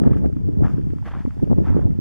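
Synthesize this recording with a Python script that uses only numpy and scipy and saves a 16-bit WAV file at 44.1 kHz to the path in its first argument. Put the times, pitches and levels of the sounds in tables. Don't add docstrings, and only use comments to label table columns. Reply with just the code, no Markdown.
import sys
import numpy as np
from scipy import signal
from scipy.fft import rfft, irfft
from scipy.io import wavfile
from scipy.ndimage import uniform_filter1d, minimum_filter1d

SR = 44100
rng = np.random.default_rng(int(sys.argv[2]) if len(sys.argv) > 2 else 0)


def boost(x):
    u = np.asarray(x, float) / 20
    return 10 ** u


def wav_record(signal):
    frames = np.transpose(np.atleast_2d(signal))
    bounded = np.clip(frames, -1, 1)
    quanta = np.round(bounded * 32767).astype(np.int16)
    wavfile.write(sys.argv[1], SR, quanta)


N = 88376


def rms_one(x):
    return x / np.sqrt(np.mean(x ** 2) + 1e-20)


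def in_time(rows):
    s, *columns = np.transpose(rows)
    return [np.interp(np.arange(N) / SR, s, column) for column in columns]


def at_hz(points, hz):
    point_hz, point_db = np.array(points).T
    return np.interp(np.log(hz), np.log(point_hz), point_db)


def drift(rate_hz):
    r = np.exp(-80 * np.pi * rate_hz / SR)
    noise = rng.standard_normal(N // 40 + 2002)
    slow = signal.lfilter([1], [1, -2 * r, r * r], noise)[2000:]
    return np.interp(np.arange(N) / 40, np.arange(len(slow)), rms_one(slow))


def ring(hits, hz, t60_s):
    r = boost(-60 / (t60_s * SR))
    w = 2 * np.pi * hz / SR
    return signal.lfilter([0, np.sin(w)], [1, -2 * r * np.cos(w), r * r], hits + 1e-18)


def random_clicks(per_s, spread_db, shape):
    sizes = boost(spread_db * np.minimum(rng.exponential(1, shape), 4))
    sizes = sizes * rng.choice([-1, 1], shape)
    return sizes * (rng.random(shape) < per_s / SR)


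def swirl(hz, turns):
    width_s = turns / hz * .4
    reach = int(5 * width_s * SR)
    t = np.arange(-reach, reach + 1) / SR
    return np.exp(-.5 * (t / width_s) ** 2 + 2j * np.pi * hz * t)


def ports(common, opposite):
    return np.array([common + opposite, common - opposite])


# (pitch_hz, level_db)
SHARED_WIND = [(30, -13.5), (150, -16.5), (400, -12.5), (900, -4.5), (2000, 6.5)]


def roll_past(rows, passing=()):
    rows = list(passing) + list(rows)
    phase_turns = rng.random((len(rows), 2))
    phase_turns[:len(passing)] = [.5, 0]
    out = np.zeros((2, N + 2 * SR))
    for (s, db, hz, turns), start in zip(rows, phase_turns):
        wave = swirl(hz, turns) * np.exp(2j * np.pi * start)[:, None]
        wave = wave * [[boost(at_hz(SHARED_WIND, hz))], [1]]
        i = int((s + 1) * SR) - wave.shape[1] // 2
        out[:, i:i + wave.shape[1]] += boost(db) * wave.real
    return ports(*out[:, SR:SR + N])


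# (middle_s, peak_db, pitch_hz, turns)
PASSING_EDDIES = [
    (0, -11, 200, 1.0),
    (2.004, -14, 120, 1.0),
]
# (middle_s, peak_db, pitch_hz, turns)
SLOW_THUMPS = [(0.072, -12.5, 138, 5), (0.078, -9, 63, 1.3), (0.17, -14, 135, 0.57), (0.259, -14, 63.1, 4),
               (0.332, -13, 132, 0.47), (0.373, -23.5, 102, 1.16), (0.594, -10.5, 79, 1.5),
               (0.623, -6, 137.5, 2.25), (0.637, -6.5, 89.3, 0.41), (0.651, -4, 138.6, 0.87),
               (0.672, -10.5, 101.5, 0.6), (0.743, -8.5, 118, 1.5), (0.773, -14.5, 154, 1.5),
               (1.252, -6, 161, 0.32), (0.84, -18.5, 92.6, 1.4), (1.601, -18.5, 84, 3.6),
               (1.706, -6, 57.9, 0.39), (1.733, -18.5, 95, 9.8), (1.854, -8, 98.4, 2),
               (1.882, -18, 132, 0.68), (1.906, -6.5, 114, 0.33), (1.928, -20, 97, 2.5),
               (1.953, -18, 156, 1.3), (1.99, -2.5, 147, 0.39)]
# (middle_s, peak_db, pitch_hz, turns)
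SHARP_BUFFETS = [(0.02, -2, 220, 0.63), (0.034, -6, 186, 1.27), (0.065, -9, 259, 0.38),
                 (0.074, -8.5, 385, 0.44), (0.07, -5.5, 232, 4.6), (0.114, -11, 190, 0.45),
                 (0.116, -11, 221, 1.6), (0.192, -35, 207, 0.64), (0.249, -22.5, 184, 0.98),
                 (0.26, -7.5, 243, 1.1), (0.577, -13, 177, 1.6), (0.623, -4.5, 245, 1.05),
                 (0.658, -14, 245, 2.3), (0.784, -6.5, 182, 0.49), (1.277, -13, 235, 2.4),
                 (1.429, -3, 182, 0.32), (1.431, -7, 265, 2.7), (1.438, -6, 182, 0.82),
                 (1.506, -19, 350, 2.2), (1.512, -8.5, 228, 2.7), (1.515, -12, 447, 0.47),
                 (1.53, -8.5, 416, 0.41), (1.586, 0.5, 228, 0.62), (1.622, -10.5, 217, 1.5),
                 (1.653, -24, 177, 0.98), (1.704, -13, 238, 1.5), (1.753, -10, 182, 2.15),
                 (1.767, -3.5, 316, 0.72), (1.78, -12.5, 328, 2), (1.793, -8.5, 270, 0.33)]
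# (middle_s, peak_db, pitch_hz, turns)
LONE_FLUTTERS = [
    (.246, -25, 683, 3.8),
    (.368, -14.5, 267, 2.44),
    (.49, -16, 292, 2.16),
    (.608, -17.5, 463, 1.1),
    (.87, -14.5, 247, 1.5),
    (.935, -13.5, 292, 0.92),
    (1.207, -15, 193, 0.86),
    (1.306, -21, 130, 0.85),
    (1.475, -18.5, 383, 0.77),
    (1.86, -28.5, 389, 0.78),
]


def big_eddies():
    return roll_past(list(SLOW_THUMPS) + list(SHARP_BUFFETS) + list(LONE_FLUTTERS), PASSING_EDDIES)


# (time_s, level_db, brightness_db_per_octave)
GUSTS = [(0, -29, 5), (.12, -19, 1), (.24, -26.5, 5.5), (.35, -24, -6), (.47, -20, -1.5), (.56, -26, 1.5),
         (.66, -27, 2), (.82, -22.5, -4), (.94, -25, -5.5), (1.06, -26.5, -12), (1.18, -27, -13.5),
         (1.33, -31.5, -8), (1.41, -28, -0.5), (1.53, -21, 1.5), (1.65, -21.5, 0), (1.76, -20.5, -2),
         (1.88, -21, -0.5), (2.0, -26, -5.5)]
# (pitch_hz, level_db_per_hz)
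SMALL_EDDY_COLOUR = [(20, -21.5), (70, 5.5), (190, 2.5), (390, -7.5), (730, -33.5), (1340, -58),
                     (2200, -78)]
EDDIES_PER_CYCLE, EDDY_TURNS, EDDY_SPREAD_DB = 0.79, 1.62, 2.0
CLUMP_DB, CLUMP_RATE_HZ = 1.7, 52
SHED_SHARE, SHED_S = 0.62, .012


def breeze(big):
    level_db, bright_db = in_time(GUSTS)
    near = uniform_filter1d(np.gradient(big) ** 2, int(SHED_S * SR))
    shed_db = 10 * np.log10(near / near.mean() + 0.044)
    clump_db = CLUMP_DB * drift(CLUMP_RATE_HZ) + SHED_SHARE * shed_db
    out = np.zeros((2, N))
    for hz in np.geomspace(22, 2000, num=14):
        born = random_clicks(EDDIES_PER_CYCLE * hz, EDDY_SPREAD_DB, N + SR)
        born = born * np.exp(2j * np.pi * rng.random((2, N + SR)))
        eddies = signal.fftconvolve(born, swirl(hz, EDDY_TURNS)[None], "same").real
        eddies = rms_one(eddies[:, SR // 2:SR // 2 + N])
        octaves = max(np.log2(hz / 120), 0)
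        gain_db = at_hz(SMALL_EDDY_COLOUR, hz) + octaves * bright_db + clump_db * min(hz / 500, 1)
        gain = boost(gain_db) * np.sqrt(hz / 500)
        out += gain * eddies * [[boost(at_hz(SHARED_WIND, hz))], [1]]
    return ports(*(boost(level_db) * out))


# (pitch_hz, level_db_per_hz)
AIR_COLOUR = [(700, 3.5), (1000, 0), (2000, -7.5), (3200, -13), (5000, -15.5), (8000, -21), (13000, -28)]
# (time_s, level_db)
AIR_LEVEL = [
    (0, -2.5),
    (.6, -3),
    (1.2, 1.5),
    (2, -2),
]
AIR_DB, AIR_WIDTH_DB = -62.5, -1


def air():
    hz = np.maximum(np.arange(N // 2 + 1) * SR / N, 1)
    low_cut = np.minimum(hz / AIR_COLOUR[0][0], 1) ** 2
    tilt = boost(at_hz(AIR_COLOUR, hz)) * low_cut
    common, opposite = rms_one(irfft(rfft(rng.standard_normal((2, N))) * tilt, N))
    return ports(common, boost(AIR_WIDTH_DB) * opposite) * boost(AIR_DB + in_time(AIR_LEVEL)[0])


GRAIN_CYCLES = 7.2


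def grains(spectrum, per_s, spread_db, width_db):
    hits = random_clicks(per_s, spread_db, (2, N))
    dealt = rng.integers(0, 10, N)
    out = 0
    for k, hz in enumerate(np.geomspace(spectrum[0][0], spectrum[-1][0], num=10)):
        rung = ring(hits * (dealt == k), hz, GRAIN_CYCLES / hz)
        rung = ring(rung, hz, GRAIN_CYCLES / hz / 2)
        out = out + rms_one(rung) * boost(at_hz(spectrum, hz)) * np.sqrt(hz)
    return ports(*(rms_one(out) * [[np.sqrt(2)], [np.sqrt(2) * boost(width_db)]]))


# (start_s, length_s, stones_db, grit_db, sand_db)
BOOT_LOADS = [(0.025, 0.058, -50, -60, -77), (0.086, 0.057, -52.5, -60, -81.5),
              (0.152, 0.036, -75, -65.5, -74), (0.612, 0.054, -42, -57, -73), (0.655, 0.079, -60, -65, -74),
              (0.746, 0.044, -62, -71, -81.5), (1.036, 0.049, -45, -49.5, -72),
              (1.1, 0.021, -53.5, -55, -84), (1.126, 0.041, -47.5, -57.5, -85),
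              (1.162, 0.055, -57, -60, -83), (1.61, 0.094, -46.5, -57, -75),
              (1.683, 0.14, -52, -65.5, -78.5)]
# (pitch_hz, level_db_per_hz)
CRUNCH_COLOUR = [(330, 4), (850, 2), (1350, 3), (1800, -19)]
# (pitch_hz, level_db_per_hz)
GRIT_COLOUR = [(1700, 12), (2300, -4), (3700, -6)]
# (pitch_hz, level_db_per_hz)
SAND_COLOUR = [(4100, -13.5), (5000, 11), (8000, -4.5), (13500, -1.5)]
RISE_SHARE, RELEASE_DB_PER_S = 0.54, 501


def boots():
    t = np.arange(N) / SR
    load = 0
    for s, length_s, *db in BOOT_LOADS:
        rise = np.clip((t - s) / (RISE_SHARE * length_s), 0, 1) ** 2
        release = boost(-RELEASE_DB_PER_S * np.maximum(t - s - length_s, 0))
        load = load + rise * release * boost(np.array(db))[:, None]
    crunch = load[0] * grains(CRUNCH_COLOUR, per_s=2200, spread_db=2.0, width_db=-28.5)
    scrape = load[1] * grains(GRIT_COLOUR, per_s=4000, spread_db=2.2, width_db=-11)
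    hiss = load[2] * grains(SAND_COLOUR, per_s=15000, spread_db=0.69, width_db=0.5)
    return crunch + scrape + hiss


# (middle_s, peak_db, pitch_hz)
STONE_SLIPS = [(0.0382, -34.5, 1580), (0.0503, -31, 700.0), (0.075, -30, 770.0), (0.1109, -44, 830),
               (0.1348, -36, 1110.0), (0.1716, -39, 1330.0), (0.2189, -58, 700.0), (0.2469, -30.5, 700.0),
               (0.6332, -29, 750), (0.6404, -38, 780), (0.649, -26.5, 835), (0.656, -41, 695),
               (0.6576, -27.5, 860), (0.6698, -33, 830), (0.6823, -30.5, 1290), (0.702, -37, 1330.0),
               (0.7117, -51, 1110.0), (0.7794, -44.5, 1460.0), (0.8699, -51, 690), (0.9352, -47, 685),
               (1.028, -40, 830), (1.0487, -43, 1010.0), (1.06, -40, 1580), (1.0664, -46, 1210.0),
               (1.077, -32, 710), (1.0874, -42, 910), (1.1098, -44, 1100), (1.1204, -34.9, 1330.0),
               (1.1373, -30.5, 826), (1.1413, -32, 1130), (1.1512, -30.5, 1280), (1.1741, -39.4, 840.0),
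               (1.187, -40, 865), (1.261, -34.5, 1020), (1.3424, -49, 686), (1.3796, -42.5, 690),
               (1.4001, -40, 850), (1.6454, -37, 825), (1.6585, -45, 920.0), (1.6724, -29, 755),
               (1.6839, -34.5, 1340), (1.6967, -36.5, 780), (1.7035, -45, 915), (1.7298, -33, 920.0),
               (1.7425, -38.5, 1210.0), (1.7527, -34, 780), (1.7726, -38, 1030), (1.8126, -42, 920.0),
               (1.9896, -55, 704)]
STONE_TURNS, STONE_DB, STONE_EDGE_DB, STONE_WIDTH_DB = 2.42, -3.5, -11, -15.5


def stones():
    out = np.zeros((2, N + SR))
    for (s, db, hz), (start, side) in zip(STONE_SLIPS, rng.random((len(STONE_SLIPS), 2))):
        body_db = db + STONE_DB
        offset = (4 * side - 2) * boost(STONE_WIDTH_DB)
        for level_db, pitch_hz in ((body_db, hz), (body_db + STONE_EDGE_DB, hz * 1.9)):
            wave = swirl(pitch_hz, STONE_TURNS) * np.exp(2j * np.pi * start)
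            wave = boost(level_db) * wave.real
            i = int(s * SR) - len(wave) // 2
            out[:, i:i + len(wave)] += wave * [[1], [offset]]
    return ports(*out[:, :N])


# (middle_s, peak_db, pitch_hz, turns)
STRAY_EDDIES = [(.195, -15, 187, 1.04), (.3, -17, 300, 0.57), (.405, -13, 170, 1.1),
                (.716, -17.5, 188, 1.1), (.796, -17.5, 278, 0.74), (.903, -16, 221, 0.87),
                (.962, -17, 200, 0.92), (1.115, -25, 200, 0.84), (1.152, -18, 170, 0.55),
                (1.172, -17, 196, 0.92), (1.37, -21.5, 280, 0.89), (1.395, -16, 110, 1.1),
                (1.604, -13, 380, 0.79), (1.746, -15.5, 300, 0.58), (1.872, -26, 590, 1.1),
                (.075, -18.5, 650, 0.54), (.111, -27, 700, 1), (1.768, -22, 700, 0.67),
                (1.279, -24.5, 437, 1.13), (.813, -18.5, 199, 0.81), (.622, -24, 520, .6)]


def stray_eddies():
    return roll_past(STRAY_EDDIES)


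# (start_s, peak_db, pitch_hz)
PEBBLE_KNOCKS = [
    (0.2602, -37.5, 1540),
    (0.327, -45.5, 1380),
    (.3672, -37.5, 1010),
    (.815, -46, 1610),
    (0.905, -42, 1590),
    (0.9852, -36, 1090),
    (1.12, -49, 1510),
    (1.308, -34.5, 1310),
    (1.446, -49, 2560),
    (1.911, -44.5, 1350),
]
PEBBLE_T60_S, PEBBLE_SNAP_DB = .005, -4
BOUNCE_S, BOUNCE_DB = .0012, -12


def pebbles():
    out = np.zeros(N)
    for s, db, hz in PEBBLE_KNOCKS:
        tap = np.zeros(2048)
        tap[0] = boost(db)
        tap[int(BOUNCE_S * SR)] = -boost(db + BOUNCE_DB)
        snap = boost(PEBBLE_SNAP_DB) * ring(tap, hz * 1.78, PEBBLE_T60_S / 3)
        knock = ring(tap, hz, PEBBLE_T60_S) - snap
        i = int(s * SR)
        out[i:i + len(tap)] += signal.lfilter([.5, .5], [1], knock)
    return ports(out, .15 * out)


def scene():
    big = big_eddies()
    wind = big + breeze(big[0] - big[1])
    return wind + air() + boots() + stones() + stray_eddies() + pebbles()


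def roll_off(x):
    return signal.sosfilt(signal.butter(12, 14300, fs=SR, output="sos"), x)


# (pitch_hz, width_hz)
TREBLE_GAPS = [(3930, 234), (7850, 100)]
CUTOFF_HZ = 14000
CEILING, LIMIT_SAMPLES = .9, 441


def record(dry):
    for hz, width_hz in TREBLE_GAPS:
        dry = signal.filtfilt(*signal.iirnotch(hz, hz / width_hz, fs=SR), dry)
    dry = signal.sosfiltfilt(signal.butter(6, CUTOFF_HZ, fs=SR, output="sos"), dry)
    peak = np.maximum(np.abs(dry).max(axis=0), CEILING)
    room = minimum_filter1d(CEILING / peak, size=2 * LIMIT_SAMPLES)
    gain = uniform_filter1d(uniform_filter1d(room, size=LIMIT_SAMPLES), size=LIMIT_SAMPLES)
    return roll_off(dry * gain)


dry = scene()
out = record(dry)
wav_record(out)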